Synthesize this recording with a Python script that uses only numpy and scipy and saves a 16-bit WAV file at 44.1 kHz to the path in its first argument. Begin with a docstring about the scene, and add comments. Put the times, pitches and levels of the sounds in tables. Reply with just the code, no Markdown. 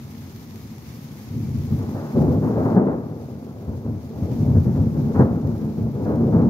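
"""Night thunder from an open doorway

Thunder rolls in from far away over steady rain, heard by a pair of microphones in the doorway.
The crooked channel sends a dense stream of small shocks, dulled by kilometres of air and smeared by echoes;
a few stretches arrive at once as claps, built from pressure swings with a tearing noise on top.
Rain is shaped noise hissing and pattering all round, with single drops ticking close by."""
import sys
import numpy as np
from scipy import signal
from scipy.fft import rfft, irfft, next_fast_len
from scipy.io import wavfile
from scipy.ndimage import uniform_filter1d, minimum_filter1d

SR = 44100
rng = np.random.default_rng(int(sys.argv[2]) if len(sys.argv) > 2 else 0)


def wav_record(signal):
    """Record a signal, one row per channel, as 16-bit PCM in the file named by sys.argv[1]."""
    frames = np.transpose(np.atleast_2d(signal))
    bounded = np.clip(frames, -1, 1)
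    # unit amplitude maps onto the largest positive 16-bit level
    quanta = np.round(bounded * 32767).astype(np.int16)
    wavfile.write(sys.argv[1], SR, quanta)


N = 286209
SIZE = next_fast_len(N + SR)   # transform length, with a second or more of room for tails
HZ = np.maximum(np.arange(SIZE // 2 + 1) * SR / SIZE, 1)


def from_db(db):
    """Decibels to gain."""
    return 10 ** (np.asarray(db) / 20)


def rms_one(x):
    """Scaled to rms 1."""
    return x / np.sqrt(np.mean(x ** 2) + 1e-20)


def at_hz(points):
    """A table of (f, value) on the frequency grid, interpolated over log frequency."""
    f, value = np.transpose(points)
    return np.interp(np.log(HZ), np.log(f + 1), value)


def to_wave(spectrum):
    """Spectrum back to sound, cut to the length of the scene."""
    return irfft(spectrum, SIZE)[..., :N]


def drift(rate_hz):
    """Slow random wander: noise at every 40th sample through a double one-pole low-pass; spread 1."""
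    pole = np.exp(-80 * np.pi * rate_hz / SR)
    noise = rng.standard_normal(N // 40 + 2002)
    slow = signal.lfilter([1], [1, -2 * pole, pole * pole], noise)[2000:]   # drop the filter's run-in
    return np.interp(np.arange(N) / 40, np.arange(len(slow)), rms_one(slow))


def clicks(per_s, spread_db):
    """Random clicks of either sign, most small and a few large; rms 1."""
    sizes = from_db(spread_db * np.minimum(rng.exponential(1, N), 4))
    signs = rng.choice([-1, 1], N)
    struck = rng.random(N) < per_s / SR
    return rms_one(sizes * signs * struck)


def overlapping_bands(centres_hz):
    """Triangles on a log-frequency axis that add up to one."""
    return [np.interp(np.log(HZ), np.log(centres_hz), peak) for peak in np.eye(len(centres_hz))]


# Colour of rain and near drops, before the left-right tilt: f/Hz, relative density level/dB
RAIN_COLOUR = [(300, -13.5), (900, 0.5), (1400, -4), (2200, -1.5), (2900, -6.5), (5200, -4.5), (6700, -6),
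               (7900, -16), (10000, -13), (12900, -6.5), (14300, -8), (16500, -14.5)]
# Tilt of the rain between the microphones: f/Hz, left over right level/dB
RAIN_TILT = [(1000, 0.7), (8000, 1.2), (13000, -0.4)]
# Loudness of the hiss above 3 kHz, which dips several times: t/s, level/dB
HISS_LEVEL = [(0.0, -51.5), (0.05, -53.5), (1.58, -52.5), (2.22, -53), (2.23, -55.5), (2.72, -56),
              (2.76, -59), (2.77, -63), (3.22, -59), (3.98, -60), (4.2, -55.5), (4.49, -55), (4.9, -56.5),
              (5.19, -55), (5.23, -59), (6.14, -57.5), (6.47, -59)]
PATTER_PER_S, PATTER_SPREAD_DB, PATTER_DB = 1000, 5, -6   # level against the far hiss, before colouring


def rain():
    """Countless far drops blur to hiss in gusty patches; nearer ones patter, each microphone hearing its own."""
    burst = np.exp(-np.arange(120) / 24.0)   # decay in samples, about half a millisecond
    patter = [np.convolve(np.abs(clicks(PATTER_PER_S, PATTER_SPREAD_DB)), burst)[:N] for mic in range(2)]
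    far_noise, near_noise = rng.standard_normal((2, 2, N))
    wet = far_noise + from_db(PATTER_DB) * rms_one(np.array(patter)) * near_noise
    colour_db = at_hz(RAIN_COLOUR) + at_hz(RAIN_TILT) * [[.5], [-.5]]
    spectrum = rfft(wet, SIZE) * from_db(colour_db)

    shared_flicker = drift(12)
    bands = overlapping_bands(np.geomspace(400, 14000, 9))
    hiss = np.zeros((2, N))
    for band, flicker_db in zip(bands, np.linspace(.4, 1.1, 9)):   # treble flickers most
        hiss += to_wave(spectrum * band) * from_db(flicker_db * shared_flicker + 0.67 * drift(20))

    treble = signal.sosfilt(signal.butter(4, 3000, "high", fs=SR, output="sos"), hiss)
    t, level_db = np.transpose(HISS_LEVEL)
    return from_db(np.interp(np.arange(N) / SR, t, level_db)) * hiss / treble.std()


# Drops close to the microphones: t/s, level/dB before colouring, left over right level/dB
NEAR_DROPS = [(0.3611, -32.5, -2), (0.558, -33, 1), (0.782, -34, 2), (1.4925, -37, 0.5), (1.9001, -41, -2),
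              (2.7016, -42.5, 7), (2.83, -48, 4.5), (4.645, -37.5, 0), (4.7611, -39, -3), (5.473, -36, 0.0),
              (5.686, -54, 2.5), (6.1579, -39, -8)]


def drops():
    """Each near drop is a tick of noise a few milliseconds long, coloured like the rain."""
    out, t = np.zeros((2, N + SR)), np.arange(400) / SR
    ticks = rng.standard_normal((len(NEAR_DROPS), 2, 400))
    for (s, level_db, pan_db), tick in zip(NEAR_DROPS, ticks):
        gains = from_db([[level_db + pan_db / 2], [level_db - pan_db / 2]])
        out[:, round(s * SR):][:, :400] += gains * tick * np.exp(-t / 0.0018)
    return to_wave(rfft(out[:, :N], SIZE) * from_db(at_hz(RAIN_COLOUR)))


# How alike thunder is at the two microphones: f/Hz, likeness (1 = same; below 0 counts as 0)
THUNDER_LIKENESS = [(60, 0.93), (180, 0.99), (550, 0.84), (1650, 0.43), (4970, -0.05), (15000, 0.22)]
RIGHT_LAG_S = .00014


def to_microphones(direct, scattered):
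    """The direct spectrum reaches the right microphone a little later; the scattered part differs between them."""
    alike = np.clip(at_hz(THUNDER_LIKENESS), 0, 1)
    lag = np.exp(-2j * np.pi * HZ * RIGHT_LAG_S)
    mid, side = np.sqrt(1 + alike) * direct, np.sqrt(1 - alike) * scattered
    return np.array([mid + side, mid * lag - side]) / np.sqrt(2)


def echoes():
    """Echoes off ground, trees and houses merge into an even wash, here white noise of rms 1."""
    return rng.standard_normal(N)


# Centres of the bands boom, body, crackle, edge: f/Hz
ROLL_BANDS = [95, 220, 530, 1250]
# Colour of the roll within each band: f/Hz, relative density level/dB
ROLL_COLOUR = [(15, -63.5), (25, -44.5), (87, 3), (152, 3), (189, -3.5), (225, 4), (301, -7), (461, -13),
               (594, -19), (707, -22.5), (859, -24), (1060, -30), (1320, -33.5), (1510, -38), (2600, -57),
               (3380, -80.5), (5720, -120)]
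# Steady distant rumble in boom, body, crackle, edge: level/dB
FAR_RUMBLE = [-41.5, -40.5, -53.5, -58.5]
# Peals, each from one stretch of the channel:
# t/s, length/s, body level/dB, then boom, crackle and edge level/dB against the body
ROLL_PEALS = [(1.21, 0.57, -35, 2, -16.5, -28), (1.32, 0.13, -31, 0, -20.5, -37),
              (1.508, 0.064, -30, 6, -24, -35), (1.7, 0.052, -28, 5, -17.5, -29),
              (1.76, 0.15, -29, -11, -11, -19.5), (1.93, 0.2, -35.5, -4, -3, -9.5),
              (2.134, 0.12, -18.5, -3.5, -6.5, -25.5), (2.26, 0.094, -21.5, 0, -5, -24),
              (2.408, 0.098, -22, -6.5, -7, -18.5), (2.53, 0.24, -22.5, -7.5, -2.5, -15.5),
              (2.758, 0.059, -19.5, -29, -2.5, -21.5), (2.853, 0.057, -25, -7, -1, -15),
              (2.97, 0.099, -36.5, -3, -2.5, -15), (3.666, 0.07, -34, 6, -4, -23),
              (3.834, 0.12, -33.5, 4.5, -7, -28), (4.078, 0.13, -34, -8, -5, -25.5),
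              (4.198, 0.11, -30.5, -1, -5.5, -28), (4.298, 0.062, -26, -2, -14, -30),
              (4.387, 0.15, -23.5, 1, -9, -28), (4.539, 0.034, -22, 5.5, -15, -25.5),
              (4.639, 0.059, -20.5, -4.5, -14.5, -28), (4.728, 0.15, -24.5, 4.5, -9.5, -25),
              (4.921, 0.2, -23.5, -1.5, -10.5, -26), (5.14, 0.058, -26.5, 4, -5, -8.5),
              (5.195, 0.028, -13.5, -16, -11.5, -28.5), (5.28, 0.037, -24, -2, -8.5, -22),
              (5.418, 0.1, -26.5, 0.5, -7, -24), (5.579, 0.14, -26, -7, -13, -29),
              (5.758, 0.091, -23.5, -1.5, -13, -31.5), (5.931, 0.1, -28, -4.5, -6.5, -24),
              (6.044, 0.1, -22.5, -1.5, -5, -19.5), (6.19, 0.084, -23, -5, -4.5, -27.5),
              (6.31, 0.098, -17.5, -7, -8.5, -22), (6.41, 0.11, -15.5, -9, -12, -33)]
RISE_SHARE, PEAL_T60_S = 0.26, 0.52   # a peal swells over this share of its length
AFTER_DB, AFTER_T60_S = -19.5, 5.9   # echoes of the landscape linger after each peal
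SHOCKS_PER_S, SHOCK_SPREAD_DB = 900, 0.5   # the rate wanders around this value
ECHO_DB = -1   # echoes against shocks


def roll():
    """One stream of shocks; each peal rises, holds and dies away, and nearer stretches keep more crackle and edge."""
    t = np.arange(N) / SR
    power = from_db(2 * np.array(FAR_RUMBLE))[:, None] * np.ones(N)   # one row per band
    for s, length, body_db, boom_db, crackle_db, edge_db in ROLL_PEALS:
        rise = np.clip((t - s) / (RISE_SHARE * length), 0, 1) ** 2
        after = np.maximum(t - s - length, 0)
        fall = from_db(-60 * after / PEAL_T60_S) ** 2
        linger = from_db(AFTER_DB - 60 * after / AFTER_T60_S) ** 2
        band_db = body_db + np.array([boom_db, 0, crackle_db, edge_db])
        power += from_db(2 * band_db)[:, None] * rise * (fall + linger)

    shocks = clicks(SHOCKS_PER_S * from_db(3.0 * drift(9)), SHOCK_SPREAD_DB)
    direct = rfft(rms_one(shocks + from_db(ECHO_DB) * echoes()), SIZE)
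    stream = to_microphones(direct, rfft(echoes(), SIZE)) * from_db(at_hz(ROLL_COLOUR))
    bands = [rms_one(to_wave(stream * band)) for band in overlapping_bands(ROLL_BANDS)]
    return sum(np.sqrt(p) * band for p, band in zip(power, bands))


# Colour of the tearing crack: f/Hz, relative density level/dB
CRACK_COLOUR = [(250, -13), (500, 6.5), (900, -6.5), (1500, -15.5), (2000, -25.5), (2700, -58.5),
                (5000, -100)]
# Claps: t/s, swing level/dB before the air, starting f/Hz, t60/s,
# crack level/dB against the swings, crack t60/s
THUNDER_CLAPS = [(1.396, -18, 145, 0.16, -45, 0.31), (1.939, -13, 126, 0.12, -20, 0.54),
                 (2.163, -12.5, 252, 0.095, -36, 0.19), (2.229, -19, 134.5, 0.15, -25, 0.28),
                 (2.429, -6.5, 159, 0.059, -28, 0.49), (2.649, -5, 130.4, 0.083, -11, 0.14),
                 (2.76, 1.5, 208.5, 0.079, -21, 0.25), (2.862, -3, 201.4, 0.081, -25, 0.42),
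                 (3.675, -11, 117.3, 0.038, -26, 0.15), (3.841, -25.5, 121, 0.024, -12, 0.23),
                 (4.216, -9.5, 103, 0.15, -31, 0.46), (4.382, -13.5, 98.3, 0.17, -30, 0.26),
                 (4.559, -0.5, 108, 0.086, -28, 0.1), (4.642, -11.5, 88, 0.051, -39, 0.31),
                 (4.743, -10, 97, 0.086, -27, 0.28), (5.189, 6.5, 192, 0.051, -22, 0.22),
                 (5.205, 0.5, 225.5, 0.082, -19, 0.084), (6.053, -13.5, 121, 0.14, -14, 0.25),
                 (6.355, -21, 230, 0.11, -21, 0.19)]


def claps():
    """Each clap is a few pressure swings that rise fast and die away, with a tearing crack on top."""
    swings_sum, tearing = np.zeros(N + SR), np.zeros(N + SR)
    t = np.arange(SR // 2) / SR
    rise = (1 - np.exp(-t / 0.005)) ** 2
    chances = rng.random((len(THUNDER_CLAPS), 2))   # random starting phases
    for (s, level_db, hz, t60, crack_db, crack_t60), chance in zip(THUNDER_CLAPS, chances):
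        phase = 2 * np.pi * (hz * t * (1 - 2.3 * t) + chance[0])   # swings slow down as they fade
        swings = np.sin(phase) + 0.51 * np.sin(2.1 * phase + 2 * np.pi * chance[1])
        fade = from_db(level_db - 60 * t / max(t60, .02))
        crack_fade = from_db(level_db + crack_db - 60 * t / max(crack_t60, .02))
        start = round(s * SR)
        swings_sum[start:][:len(t)] += swings * rise * fade
        tearing[start:][:len(t)] += rise * crack_fade

    direct = rfft(swings_sum[:N], SIZE) / (1 + (HZ / 900) ** 4)   # the air takes the sharp corners off
    scattered = direct * rfft(rng.standard_normal(400), SIZE) / 20   # smeared over 400 samples
    thumps = to_wave(to_microphones(direct, scattered))
    crack_noise = to_microphones(rfft(echoes(), SIZE), rfft(echoes(), SIZE))
    cracks = rms_one(to_wave(crack_noise * from_db(at_hz(CRACK_COLOUR))))
    return thumps + tearing[:N] * cracks


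LEFT_DB = 1   # thunder, left over right


def scene():
    """Rain all round, and thunder a little louder on the left."""
    thunder = (roll() + claps()) * from_db([[LEFT_DB / 2], [-LEFT_DB / 2]])
    return rain() + drops() + thunder


CUTOFF_HZ = 15700
CEILING, RELEASE_DB_PER_S = .98, 60   # limiter threshold, before the top is cut


def record(dry):
    """Small microphone ports lose the deep bass, a look-ahead limiter holds the peaks, the top is cut."""
    thin = signal.sosfilt(signal.butter(4, 40, "high", fs=SR, output="sos"), dry)
    peaks = np.abs(thin).max(axis=0)
    over_db = np.maximum(20 * np.log10(peaks / CEILING + 1e-9), 0)
    ramp = RELEASE_DB_PER_S * np.arange(N) / SR
    held_db = np.maximum.accumulate(over_db + ramp) - ramp   # instant attack, steady release
    gain_db = uniform_filter1d(minimum_filter1d(-held_db, size=441), size=441)   # 10 ms windows look ahead
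    top_cut = signal.ellip(12, .3, 70, CUTOFF_HZ, fs=SR, output="sos")
    return signal.sosfilt(top_cut, thin * from_db(gain_db))


dry = scene()
out = record(dry)
wav_record(out)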